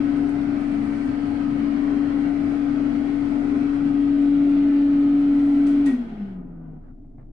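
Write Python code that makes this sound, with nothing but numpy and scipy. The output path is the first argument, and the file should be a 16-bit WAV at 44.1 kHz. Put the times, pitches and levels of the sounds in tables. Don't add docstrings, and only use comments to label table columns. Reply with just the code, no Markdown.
import sys
import numpy as np
from scipy import signal
from scipy.fft import rfft, irfft
from scipy.io import wavfile
from scipy.ndimage import uniform_filter1d

SR = 44100
rng = np.random.default_rng(int(sys.argv[2]) if len(sys.argv) > 2 else 0)


def master(y):
    cut = np.clip(np.atleast_2d(y).T, -1, 1)
    pcm = np.round(cut * 32767)
    wavfile.write(sys.argv[1], SR, pcm.astype(np.int16))


N = 322798
TIME = np.arange(N) / SR


def gain_of(db):
    return 10 ** (np.asarray(db) / 20)


def evened(x):
    return x / np.sqrt(np.mean(x ** 2) + 1e-20)


def read(points, hz):
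    f, value = np.transpose(points)
    return np.interp(np.log(hz + 1), np.log(f + 1), value)


def add(mix, s, sound):
    part = mix[:, round(s * SR):][:, :sound.shape[1]]
    part += sound[:, :part.shape[1]]


def panned(db):
    pair = np.array([gain_of(db / 2), gain_of(-db / 2)])
    return pair / pair.mean(0)


def coloured(x, points):
    size = x.shape[-1]
    hz = np.fft.rfftfreq(size, 1 / SR)
    return irfft(rfft(x) * gain_of(read(points, hz)), size)


def wander(hz, channels=1):
    f = np.fft.rfftfreq(N, 1 / SR)
    spectrum = rfft(rng.standard_normal((channels, N)))
    return evened(irfft(spectrum / (1 + (f / hz) ** 4), N))


def patches(shape, frame_count, bin_count):
    over_time = uniform_filter1d(rng.standard_normal(shape), frame_count, 0)
    return evened(uniform_filter1d(over_time, bin_count, 1))


def held(start, end, ramp):
    return np.clip(np.minimum(TIME - start, end - TIME) / ramp + .5, 0, 1)


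def lifts_db(resonances, hz):
    return sum(db / (1 + (2 * (hz - f) / width) ** 2) for f, width, db in resonances)


# f/Hz, likeness (0 to 1)
EAR_LIKENESS = [(60, 0.93), (130, 1), (270, 0.72), (570, .45), (1200, 0.066), (2500, 0.0048), (5000, 0)]
# f/Hz, left minus right level/dB
NOISE_LEAN = [(60, 6), (120, -2), (240, 2.5), (400, 1.5), (1100, 0), (2000, 3), (3500, -0.5), (9000, 4.5)]


def noise(field_db, size=4096):
    hop = size // 4
    hz = np.fft.rfftfreq(size, 1 / SR)
    t = np.arange(N // hop + 3)[:, None] * hop / SR
    shape = (2, len(t), len(hz))
    a, b = rng.standard_normal(shape) + 1j * rng.standard_normal(shape)
    same = np.clip(read(EAR_LIKENESS, hz), -1, 1)
    z = np.array([a, same * a + np.sqrt(1 - same ** 2) * b])
    z *= panned(read(NOISE_LEAN, hz))[:, None]
    z *= gain_of(field_db(t, hz))
    sound = signal.istft(z.swapaxes(1, 2), nperseg=size, noverlap=size - hop)[1]
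    return evened(sound[:, :N])


# f/Hz, t60/s
TILE_DECAY = [(200, 0.94), (2000, 0.49), (6000, 0.41), (11000, 0.3)]


def room(x):
    hz, t, z = signal.stft(rng.standard_normal((2, SR)), SR, nperseg=256)
    decay = gain_of(-60 * t / read(TILE_DECAY, hz)[:, None])
    tail = signal.istft(z * decay, SR, nperseg=256)[1]
    return signal.fftconvolve(x, tail / np.linalg.norm(tail[0]), axes=1)[:, :N]


STEP_BACK = (3.65, 4.28)


def stepped(t, near, back):
    return near + (back - near) * np.interp(t, STEP_BACK, [0, 1])


BLADES = 6
RUN_HZ, OFF_S = 284.9, 5.86
COAST_S = .37


def blade_hz(t):
    return RUN_HZ / np.sqrt(1 + np.maximum(t - OFF_S, 0) / COAST_S)


def slowed(t):
    return np.log2(RUN_HZ / blade_hz(t))


DROP_S, DROP_FADE_S = 6.77, .08


def dropped(t):
    return np.clip((t - DROP_S) / DROP_FADE_S, 0, 1)


SLACK_SPAN = (6.32, 6.43)


def slack(t):
    return np.interp(t, SLACK_SPAN, [0, 1])


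DRONE_NEAR_DB, DRONE_BACK_DB = -22, -17
LEAN_NEAR_DB, LEAN_BACK_DB, LEAN_SPAN = 10, 1.7, (3.4, 4.8)
# start t/s, end t/s, change of level/dB
PALM_UP = [(0.603, 1.44, -4), (2.616, 3.68, -1.5)]
TURN_S, PALM_LEAN_DB = 0.89, 1.5
DRONE_FALL_DB, DRONE_DROP_DB = -12.5, -13
UNLOAD_DB, UNLOAD_S = -18, 0.12
DRONE_FLUTTER_DB, COAST_FLUTTER_DB = .42, 1.3
DRIFT_HZ = .08
OCTAVE_DB, OCTAVE_SPAN = -44, (6.12, 6.45)
STEP_M, SOUND_M_PER_S = .38, 343
# f/Hz, width/Hz, lift/dB
STANDING_WAVES = [(282.5, 18, 43), (246, 23, 5), (200.3, 8.6, 11.5), (183.5, 8.5, 8.5), (158, 12, 4.5)]


def fan():
    hz = blade_hz(TIME)
    turns = np.cumsum(hz + DRIFT_HZ * wander(2.1)[0]) / SR
    turns = turns - stepped(TIME, 0, STEP_M) * RUN_HZ / SOUND_M_PER_S
    turns = turns - np.interp(OFF_S, TIME, turns)
    level_db = stepped(TIME, DRONE_NEAR_DB, DRONE_BACK_DB)
    lean_db = np.interp(TIME, LEAN_SPAN, [LEAN_NEAR_DB, LEAN_BACK_DB])
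    for start, end, shade_db in PALM_UP:
        palm = held(start, end, TURN_S)
        level_db = level_db + shade_db * palm
        lean_db = lean_db + PALM_LEAN_DB * palm
    coasting = 1 - np.exp(-np.maximum(TIME - OFF_S, 0) / UNLOAD_S)
    fade_db = DRONE_FALL_DB * slowed(TIME) + DRONE_DROP_DB * dropped(TIME)
    sweep_db = coasting * (UNLOAD_DB + lifts_db(STANDING_WAVES, hz))
    flutter_db = DRONE_FLUTTER_DB * wander(26.0)[0] + COAST_FLUTTER_DB * coasting * wander(25)[0]
    tone_gain = np.sqrt(2) * gain_of(level_db + fade_db + sweep_db + flutter_db)
    tone = tone_gain * np.sin(2 * np.pi * turns)
    octave_gain = gain_of(OCTAVE_DB + fade_db) * held(*OCTAVE_SPAN, ramp=0.086)
    octave = octave_gain * np.sin(4 * np.pi * turns)
    return (tone + octave) * panned(lean_db)


# f/Hz, relative level/dB per Hz
RUSH_NEAR = [(30, -9.5), (65, 0), (110, 1.5), (190, 8), (300, 9), (400, 1), (520, -1.5), (720, -0.5),
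             (950, -6.5), (1300, -9), (1700, -9.5), (2200, -11.5), (3500, -18), (4700, -24), (6500, -34.5),
             (11000, -51)]
RUSH_BACK = [(30, -11), (70, -5), (110, -7), (190, 13), (300, 8.5), (400, 4.5), (520, -3), (720, 0.5),
             (950, -8), (1700, -10.5), (2200, -11), (3500, -15), (4700, -24), (6500, -34.5), (11000, -48.5)]
# f/Hz, width/Hz, lift/dB
HOLLOWS = [(92, 45, 6), (116, 9.1, -6), (130.6, 10, 5.5), (158.7, 7.9, 6), (244.2, 14, 8.5), (262, 19, 8.5),
           (348.7, 13, 5), (400, 36, 5.5), (527, 42, -2), (687, 25, 3.5), (1130, 30, -3.5),
           (1278, 170, 8.5), (1510, 81, 6), (1700, 160, -2), (1940, 420, 3.5), (2290, 140, 3),
           (3630, 240, -5.5), (4200, 380, 0.5)]
# f/Hz, level/dB per octave of speed lost
RUSH_FALL = [(100, -15), (260, -15.5), (450, -15), (750, -16.5), (1500, -18), (4000, -24)]
RUSH_DROP_DB = -13.5


def rush_db(t, hz):
    shape_db = stepped(t, read(RUSH_NEAR, hz), read(RUSH_BACK, hz) - 1.9) + lifts_db(HOLLOWS, hz)
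    flow_db = read(RUSH_FALL, hz) * slowed(t) + RUSH_DROP_DB * dropped(t)
    slack_db = -9 * slack(t) * np.maximum(np.log2((hz + 1) / 1000), 0)
    ripple_db = 2.3 * patches(shape_db.shape, frame_count=14, bin_count=7) * np.minimum(hz / 900, 1)
    eddies_db = stepped(t, 0.68, 0.4) * patches(shape_db.shape, frame_count=4, bin_count=24)
    return shape_db + flow_db + slack_db + ripple_db + eddies_db


# delay/s, strength before colouring
ECHOES = [(.0318, .38), (.0378, .17)]
# f/Hz, level/dB
ECHO_COLOUR = [(700, -0.5), (1600, -7), (4000, -15)]


def walls(x):
    dull = coloured(x, ECHO_COLOUR)
    return x + sum(strength * np.roll(dull, round(s * SR), axis=1) for s, strength in ECHOES)


def air():
    return gain_of(-33.5) * evened(walls(noise(rush_db))) * gain_of(.5 * wander(15))


# multiple of shaft speed, relative level/dB near the nozzle and a step back
SHAFT_LINES = [(1, -52, -53), (2, -53, -52), (7, -62, -50), (8.44, -50, -56), (9.88, -55, -66),
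               (12, -58.5, -49.5), (13.3, -58.5, -49.5), (15, -50.5, -52.5), (17.02, -56.5, -56.5),
               (18, -61, -53), (22, -63, -72), (26.62, -69, -64), (31.67, -65, -63), (40.15, -73, -69)]
LINE_WAVER = .2


def motor():
    turns = np.cumsum(blade_hz(TIME) + .25 * wander(2.5)[0]) / SR / BLADES
    out = np.zeros((2, N))
    for order, near_db, back_db in SHAFT_LINES:
        apart = rng.uniform(-0.55, 1, (2, 1)) * min(order / 18, 1.5)
        waver = 1 + LINE_WAVER * (wander(6.4) + wander(6.9, channels=2))
        line = np.sin(2 * np.pi * order * turns + apart) * waver
        out += gain_of(stepped(TIME, near_db, back_db)) * line
    return out * gain_of(-0.5 - 36 * slowed(TIME) + RUSH_DROP_DB * dropped(TIME))


def mains():
    hum = np.sin(2 * np.pi * (100 * TIME + rng.random()))
    return gain_of(-48) * hum * np.clip(1 - (TIME - OFF_S) / 0.053, 0, 1)


# f/Hz, width/Hz, relative level/dB near the nozzle and a step back
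BOOMS = [(218.7, 6, -41.5, -52.5), (240.5, 13, -38, -44), (261, 5.2, -37.5, -43.5)]


def booms():
    out = np.zeros((2, N))
    for hz, width_hz, near_db, back_db in BOOMS:
        a, b = wander(width_hz / 2, channels=2)
        turn = 2 * np.pi * hz * TIME + np.array([[0], [1]]) * 0.33
        out += gain_of(stepped(TIME, near_db, back_db)) * (a * np.cos(turn) + b * np.sin(turn))
    return out * gain_of(-25 * slowed(TIME)) * panned(stepped(TIME, 7.5, 3.1))


# middle t/s, length/s, f/Hz, peak level/dB before panning
GUSTS = [(0.29, 0.4, 402, -38), (.55, 0.16, 258, -31.5), (0.895, 0.48, 220, -32), (1.102, 0.24, 259.6, -30),
         (1.45, 0.16, 398, -42), (1.47, 0.47, 254.3, -32), (1.673, .35, 225, -29.5),
         (1.922, 0.13, 403.7, -35.5), (2.454, 0.23, 260.3, -37), (2.782, .3, 257.2, -26.5),
         (2.956, 0.27, 222, -32), (2.97, 0.31, 242.2, -31.5), (3.104, 0.16, 394, -43),
         (3.522, .2, 402, -38), (3.585, 0.39, 260, -26), (4.148, 0.26, 262.2, -27),
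         (5.324, 0.28, 244, -35.5), (5.619, 0.22, 244, -34.5), (5.998, .13, 240, -27)]


def gusts():
    out = np.zeros((2, N))
    for s, length, hz, db in GUSTS:
        swell = np.cos(np.pi * np.clip((TIME - s) / length, -.5, .5)) ** 2
        turns = np.cumsum(hz + 3 * wander(15)[0]) / SR
        out += gain_of(db) * swell * np.sin(2 * np.pi * turns)
    return out * panned(3.0)[:, None]


# f/Hz, relative level/dB per Hz
SPRAY_COLOUR = [(2000, -20.5), (4500, -7), (7000, -1), (9000, 2.5), (10200, -4.5), (11200, -17.5),
                (13000, -30)]
# start t/s, end t/s, lift/dB
FLARES = [(0.602, 1.1, 3.5), (2.46, 2.563, 2.5), (5.348, 5.812, 4)]
FLARE_S = .08
SPRAY_NEAR_DB, SPRAY_BACK_DB, SPRAY_FALL_DB = -69.5, -71.5, -24


def spray():
    spatter = rng.standard_normal((2, N)) * (rng.random((2, N)) < 300 / SR)
    hiss = evened(coloured(rng.standard_normal((2, N)) + .4 * evened(spatter), SPRAY_COLOUR))
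    flares_db = sum(db * held(start, end, FLARE_S) for start, end, db in FLARES)
    level_db = stepped(TIME, SPRAY_NEAR_DB, SPRAY_BACK_DB) + flares_db
    level_db = level_db + SPRAY_FALL_DB * slowed(TIME) - 12 * slack(TIME)
    return gain_of(level_db + .6 * wander(10)) * hiss * panned(2.0)[:, None]


def snap(colour, decay_s):
    t = TIME[:SR // 2]
    return evened(coloured(rng.standard_normal((2, len(t))), colour)) * np.exp(-t / decay_s)


# t/s, relative level/dB, ring of the housing as level/dB against the contact
CLACKS = [(5.667, -45, -13), (5.671, -43.5, -15.5), (5.859, -40.5, -6), (5.863, -39, -2.5),
          (5.872, -47, -5), (5.887, -52, 1.5)]
# f/Hz, relative level/dB per Hz
CLACK_COLOUR = [(300, -4), (1500, 0.5), (2500, 7.5), (4500, 0), (7000, -1.5), (9500, -2), (11000, -12),
                (12500, -20.5)]
# f/Hz, relative level/dB, t60/s
HOUSING_MODES = [(572, 0, .3), (675, 2, .25), (1335, -3, .25), (1900, 9, .26), (1946, 4, .18),
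                 (2010, 0, .12), (2130, -2, .12), (2256, -4, .2), (2541, 0, .17), (3467, -8, .2)]
# t/s, relative level/dB
DROPS = [(.169, -56.5), (.292, -54.5), (2.491, -63.5), (3.443, -65), (3.74, -59.5), (4.219, -57),
         (4.496, -60)]
HOUSING_DB = -2


def clicks():
    out, ring = np.zeros((2, N)), np.zeros((2, N))
    t = TIME[:SR // 2]
    swell = 1 - np.exp(-t / .012)
    for s, db, ring_db in CLACKS:
        modes = np.zeros((2, len(t)))
        for hz, mode_db, t60 in HOUSING_MODES:
            mode = np.sin(2 * np.pi * (hz * t + rng.random((2, 1))))
            modes += gain_of(mode_db - 60 * t / t60) * mode
        add(out, s, gain_of(db) * snap(CLACK_COLOUR, decay_s=0.0066))
        add(ring, s, gain_of(db + ring_db) * swell * modes)
    for s, db in DROPS:
        add(out, s, gain_of(db) * snap(SPRAY_COLOUR, decay_s=.005))
    rattle = 1 + .45 * wander(70, channels=2)
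    mix = gain_of(-2.5) * out + gain_of(-1.5) * room(out) + gain_of(HOUSING_DB) * ring * rattle
    return mix * panned(3.1)[:, None]


# t/s, f/Hz, relative level/dB, rise/s, t60/s
THUDS = [(5.8956, 242.1, -9.5, 0.052, 0.27), (6.969, 282, -37.5, 0.06, 0.47),
         (7.125, 125, -40.5, .04, 0.64)]


def thuds():
    out, t = np.zeros((2, N)), TIME[:SR]
    for s, hz, db, rise_s, t60 in THUDS:
        rise = np.sin(np.pi / 2 * np.minimum(t / rise_s, 1)) ** 2
        ring = rise * gain_of(db - 60 * t / t60) * np.sin(2 * np.pi * hz * t)
        add(out, s, ring * panned(1.0)[:, None])
    return out


# t/s, length/s, level/dB before fades and room
SCUFFS = [(6.809, 0.13, -56.5), (7.184, 0.053, -58)]
# f/Hz, relative level/dB per Hz
SCUFF_COLOUR = [(100, 12), (350, 8), (700, 8), (1000, -2), (1350, 3), (2100, -16), (2700, -22), (6000, -41)]


def scuffs():
    out = np.zeros((2, N))
    for s, length, db in SCUFFS:
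        rub = evened(coloured(rng.standard_normal((2, SR // 2)), SCUFF_COLOUR))[:, :int(length * SR)]
        add(out, s, gain_of(db) * rub * signal.windows.tukey(rub.shape[1], .6))
    return out + gain_of(-16) * room(out)


# t/s, relative level/dB, decay to 1/e before colouring/s
KNOCKS = [(6.817, -53, .007), (6.883, -50, .008), (6.982, -61, 0.0066), (7.047, -55, 0.0046),
          (7.183, -46, 0.0087), (7.196, -46.5, 0.0081), (7.212, -50, .007), (7.227, -46.5, .005)]
# f/Hz, relative level/dB per Hz
KNOCK_COLOUR = [(150, -2), (450, 1), (650, 6), (1000, -4), (1400, -11), (2150, -12), (2600, -30),
                (6000, -52)]


def knocks():
    out, t = np.zeros((2, N)), TIME[:SR // 2]
    for s, db, decay_s in KNOCKS:
        tap = rng.standard_normal((2, len(t))) * np.exp(-t / decay_s)
        add(out, s, gain_of(db) * (0.52 * tap + 0.22 * tap[::-1]))
    out = gain_of(9.0) * coloured(out, KNOCK_COLOUR)
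    return out + gain_of(-11) * room(out)


# f/Hz, relative level/dB per Hz
STILL_ROOM = [(10, -2), (35, -1.5), (60, -9), (90, 1), (140, 0), (200, -5), (270, 5), (340, -8.5),
              (520, -22.5), (680, -16.5), (1000, -38), (2500, -52), (5000, -58), (12000, -64)]


def background():
    turns = np.cumsum(25.9 + .4 * wander(3)[0]) / SR
    rumble = np.sin(2 * np.pi * turns) * gain_of(0.9 * wander(5))
    still = noise(lambda t, hz: read(STILL_ROOM, hz))
    return gain_of(-47.0) * still + gain_of(-40.5) * rumble


def scene():
    dryer = fan() + air() + motor() + mains() + booms()
    jet = gusts() + spray()
    return dryer + jet + clicks() + thuds() + scuffs() + knocks() + background()


EDGE_HZ = 11870


def record(dry):
    ends = np.sin(np.pi / 2 * np.minimum(np.minimum(TIME, TIME[::-1]) / .006, 1)) ** 2
    low_pass = signal.firwin(511, EDGE_HZ, window=("kaiser", 9), fs=SR)
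    return signal.oaconvolve(dry * ends, low_pass[None], "same")


dry = scene()
out = record(dry)
master(out)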